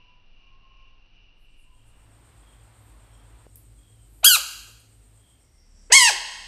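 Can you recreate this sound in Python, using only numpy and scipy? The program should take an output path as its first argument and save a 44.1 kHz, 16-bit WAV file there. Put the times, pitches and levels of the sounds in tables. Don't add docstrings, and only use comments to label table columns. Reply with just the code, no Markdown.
import sys
import numpy as np
from scipy import signal
from scipy.fft import rfft, irfft
from scipy.io import wavfile
from scipy.ndimage import uniform_filter1d, minimum_filter1d, map_coordinates

SR = 44100
rng = np.random.default_rng(int(sys.argv[2]) if len(sys.argv) > 2 else 0)


def store_wav(level_fs):
    pcm = np.round(np.clip(np.atleast_2d(level_fs), -1, 1) * 32767)
    wavfile.write(sys.argv[1], SR, pcm.T.astype(np.int16))


N = 285584
TIME = np.arange(N) / SR
FREQ = np.fft.rfftfreq(N, 1 / SR)
LEAP_S, SOURCE_TOP_HZ = 4.243, 18400


def frog_squeal(jitter=0.019, jitter_hz=600, rasp_db=-8, flutter_hz=90, tear_rad=0.35, tear_hz=500):
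    # time_s, pitch_hz
    pitch_curve = [(4.232, 647), (4.234, 671), (4.24, 1006), (4.246, 1341), (4.252, 1510), (4.27, 1678),
                   (4.3, 1509), (4.342, 1371), (4.358, 1231), (4.362, 1114), (4.368, 840), (4.372, 641.4),
                   (4.38, 535.2)]
    # frequency_hz, level_db
    throat = [(500, -25), (1000, -23.5), (1650, -25.5), (2000, -20.5), (2500, -17), (3100, -13.5),
              (4100, -14.5), (5400, -26), (7300, -16.5), (8700, -22.5), (9850, -14.5), (10400, -30.5),
              (11600, -16), (17000, -34.5)]
    pitch, = in_time(pitch_curve)
    strength, rough, dull_db = frog_mouth()
    pitch = pitch * (1 + jitter * rough * band(0, jitter_hz))
    phase = 2 * np.pi * np.cumsum(pitch) / SR
    on = strength > from_db(-35)
    voice = np.zeros(N)
    for k in range(1, 15):
        hz = k * pitch[on]
        flutter_db = min(.8 * k, 3.2) * band(0, flutter_hz)[on]
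        gain = gain_at(throat, hz) * (hz < SOURCE_TOP_HZ)
        gain *= from_db(flutter_db - dull_db[on] * np.log2(k))
        tear = min(max(k - 2, 0), 2) * tear_rad * band(0, tear_hz)[on]
        voice[on] += gain * np.cos(k * phase[on] + tear + rng.uniform(0, 2 * np.pi))
    rasp = noise(gain_at(throat, FREQ)) * (1 + np.cos(phase)) * np.std(voice[on])
    rasp = signal.sosfilt(signal.butter(6, 3600, "high", fs=SR, output="sos"), rasp)
    return on * strength * (voice + from_db(rasp_db - 3 * dull_db) * rough * rasp)


def frog_mouth(open_s=0.0056, hold_s=.116, shut_s=0.013, settle_s=0.011):
    age = np.maximum(TIME - LEAP_S, 0)
    mouth = ramp(LEAP_S - open_s / 2, open_s) - ramp(LEAP_S + hold_s, shut_s)
    grunt_db = -6.5 - 900 * np.maximum(age - hold_s, 0)
    cry_db = 1.53 - 12 * age
    onset = ramp(LEAP_S - .014, length_s=.005)
    strength = onset * from_db((1 - mouth) * grunt_db + mouth * cry_db)
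    rough = .25 + .4 * mouth * np.exp(-age / settle_s)
    dull_db_per_octave = (1 - mouth) * 10.5 + mouth * (29.5 * age - 1)
    return strength, rough, dull_db_per_octave


def room_echoes(x, box_db=-4, room_db=-14, gap_s=0.00099, build_s=0.014, fade_s=0.63):
    # frequency_hz, level_db
    box_tone = [(300, -6.5), (600, 4), (1000, -3.5), (1400, 2.5), (1950, -8), (2600, -1), (3500, -7),
                (5000, 0), (7000, -2), (10400, -0.5), (15000, 0)]
    # frequency_hz, level_db
    room_tone = [(300, 6.5), (600, 3), (1000, 1), (1400, 0.5), (1950, 5), (2600, 0), (3400, -6),
                 (5000, 2.5), (7000, -0.5), (10400, -7), (15000, -9)]
    box_decay_s, room_decay_s = 0.2, 0.91
    age = np.maximum(TIME - gap_s, 0)
    box = rms_one(noise(gain_at(box_tone, FREQ)) * from_db(-60 * age / box_decay_s) * (age > 0))
    ring = from_db(-60 * age / room_decay_s) * (1 - np.exp(-age / build_s))
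    ring /= 1 + (age / fade_s) ** 4
    room = rms_one(noise(gain_at(room_tone, FREQ)) * ring)
    echoes = (from_db(box_db) * box + from_db(room_db) * room) / np.sqrt(N)
    return x + signal.fftconvolve(x, echoes[:2 * SR])[:N]


def ticks_and_rustles():
    # start_s, centre_hz, width_hz, decay_s (time to fall by 60 dB), level_db
    ticks = [(3.557, 11770, 4300, 0.025, -41.5), (3.569, 11500, 4500, 0.24, -53),
             (4.675, 520, 300, 0.17, -58.5), (4.801, 10100, 2980, 0.054, -58), (5.175, 497, 400, .04, -74)]
    # start_s, length_s, centre_hz, level_db
    rustles = [(1.36, .12, 11300, -60), (1.56, 0.098, 10300, -62), (1.85, .07, 10100, -67),
               (2.76, 0.18, 12000, -73), (4.035, 0.4, 11660, -66)]
    out = np.zeros(N)
    for start, hz, width, decay_s, db in ticks:
        fall_db = 60 * np.clip((TIME - start) / decay_s, 0, 2)
        out += from_db(db - fall_db) * (TIME >= start) * band(hz, width)
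    for start, length, hz, db in rustles:
        out += from_db(db) * swell(start, length) * band(hz, width_hz=2200)
    return out


def hiss_and_click(hiss_db=-63.5, stop_s=3.4668, click_db=-35, click_hz=480, click_decay_s=.008):
    # frequency_hz, level_db
    hiss_tone = [(150, -4), (400, 0), (900, 4.5), (2000, -3), (3500, -6.5), (5500, -20), (9000, -40)]
    strength = from_db(hiss_db) * np.sqrt(ramp(start_s=1.76, length_s=0.54)) * (TIME < stop_s)
    hiss = strength * noise(gain_at(hiss_tone, FREQ) * (FREQ > 100))
    age = np.clip(TIME - stop_s, 0, 2 * click_decay_s)
    click = from_db(click_db - 60 * age / click_decay_s) * np.sin(2 * np.pi * click_hz * age)
    return hiss + click


def far_calls(calls, blur_hz, blur, pulse_depth, pulse_hz=45, fall_hz_per_s=250):
    out = np.zeros(N)
    wobble = (1 + blur * (band(0, blur_hz) + 1j * band(0, blur_hz))) / np.sqrt(1 + 2 * blur ** 2)
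    for start, length, hz, db in calls:
        t = TIME - start - length / 2
        tone = np.real(wobble * np.exp(2j * np.pi * (hz * t - fall_hz_per_s * t ** 2 / 2)))
        pulse = 1 + pulse_depth * np.sin(2 * np.pi * pulse_hz * t)
        out += from_db(db) * np.sqrt(2) * swell(start, length) * tone * pulse
    return out


def insects(level_db, peak_s, throb_hz=7.9):
    # frequency_hz, level_db
    chorus_tone = [(6300, -35.5), (7100, -9.5), (7700, -14.5), (8250, -1.5), (8800, -5), (9400, -22.5),
                   (10500, -29.5)]
    throb = 1 + .3 * np.cos(2 * np.pi * throb_hz * (TIME - peak_s))
    return from_db(level_db) * noise(gain_at(chorus_tone, FREQ)) * throb


def motor_hum(gain_db, hold_s=3.3, fade_db_per_s=2.5):
    # pitch_hz, width_hz, level_db
    tones = [(51, 4, -54), (62, 20, -60), (107.7, 10, -57), (150, 3.5, -77), (247, 150, -70.5),
             (293.7, 75, -72.5)]
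    hum = sum(from_db(db) * band(hz, width) for hz, width, db in tones)
    return from_db(gain_db - fade_db_per_s * np.maximum(TIME - hold_s, 0)) * hum


def room_air(level_db):
    # frequency_hz, level_db
    air_tone = [(40, -7), (100, 1), (200, -8.5), (400, -8), (800, -13.5), (1600, -18), (3000, -18.5),
                (6000, -24.5), (9500, -24.5), (10500, -25), (12000, -24), (15000, -31)]
    return from_db(level_db) * noise(gain_at(air_tone, FREQ) * (FREQ > 40))


def from_db(db):
    return 10 ** (np.asarray(db) / 20)


def rms_one(x):
    return x / np.sqrt(np.mean(x ** 2) + 1e-20)


def in_time(rows):
    times, *columns = np.transpose(rows)
    return [np.interp(TIME, times, column) for column in columns]


def gain_at(points, hz):
    frequencies, db = np.transpose(points)
    return from_db(np.interp(np.log(hz + 1e-9), np.log(frequencies), db))


def noise(shape):
    return rms_one(irfft(rfft(rng.standard_normal(N)) * shape, N))


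def band(hz, width_hz):
    return noise(1 / (1 + (2 * (FREQ - hz) / width_hz) ** 2))


def ramp(start_s, length_s):
    return np.clip((TIME - start_s) / length_s, 0, 1)


def swell(start_s, length_s):
    return np.sin(np.pi * ramp(start_s, length_s))


def low_pass(x, hz):
    return signal.sosfilt(signal.ellip(14, .1, 100, hz, fs=SR, output="sos"), x)


def played_at(x, times):
    return map_coordinates(x, [times * SR], order=5, mode="nearest")


def scene(opening_speed=1 / 3, replay_speed=2 / 3, replay_leap_s=5.9195):
    # start_s, length_s, pitch_hz, level_db
    trills = [(1.68, 0.22, 3200, -69), (2.38, 0.266, 3260, -69), (3.07, 0.2, 3231, -69),
              (3.76, 0.228, 3256, -69), (3.92, .2, 3112, -73.5), (5.15, 0.31, 3220, -68)]
    # start_s, length_s, pitch_hz, level_db
    whistles = [(1.88, 0.34, 5500, -82), (3.06, 0.19, 5490, -80), (3.42, .14, 5550, -78.5)]
    # start_s, length_s, pitch_hz, level_db
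    opening_trills = [(-.06, 0.15, 2990, -67), (.115, .24, 3205, -64), (.545, .08, 3020, -66)]
    # start_s, length_s
    fades = [(1.33, 0.97), (5.298, 0.517)]
    background = motor_hum(gain_db=0.2649) + room_air(level_db=-64) + insects(level_db=-65.5, peak_s=3.41)
    background += far_calls(trills, blur_hz=230, blur=1.1, pulse_depth=.3)
    background += far_calls(whistles, blur_hz=40, blur=0.42, pulse_depth=0.078)
    live = low_pass(room_echoes(frog_squeal()) + background + ticks_and_rustles(), SOURCE_TOP_HZ)
    calm = motor_hum(gain_db=-1.2) + room_air(level_db=-65.5) + insects(level_db=-63, peak_s=0.399)
    calm += far_calls(opening_trills, blur_hz=165, blur=0.66, pulse_depth=0.08)
    opening = played_at(low_pass(calm, SOURCE_TOP_HZ), TIME * opening_speed)
    replay = played_at(live, LEAP_S + (TIME - replay_leap_s) * replay_speed)
    to_live, to_replay = (ramp(start, length) for start, length in fades)
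    mix = from_db(-.7) * (1 - to_live) * opening
    mix += from_db(-.7) * (to_live - to_replay) * live
    mix += from_db(-.4) * to_replay * replay
    return (mix + hiss_and_click())[None]


def record(dry, ceiling=.97, cutoff_hz=15100):
    allowed = np.minimum(1, ceiling / (np.abs(dry) + 1e-9))
    gain = uniform_filter1d(minimum_filter1d(allowed, size=45), size=45)
    return low_pass(dry * gain, cutoff_hz)


dry = scene()
out = record(dry)
store_wav(out)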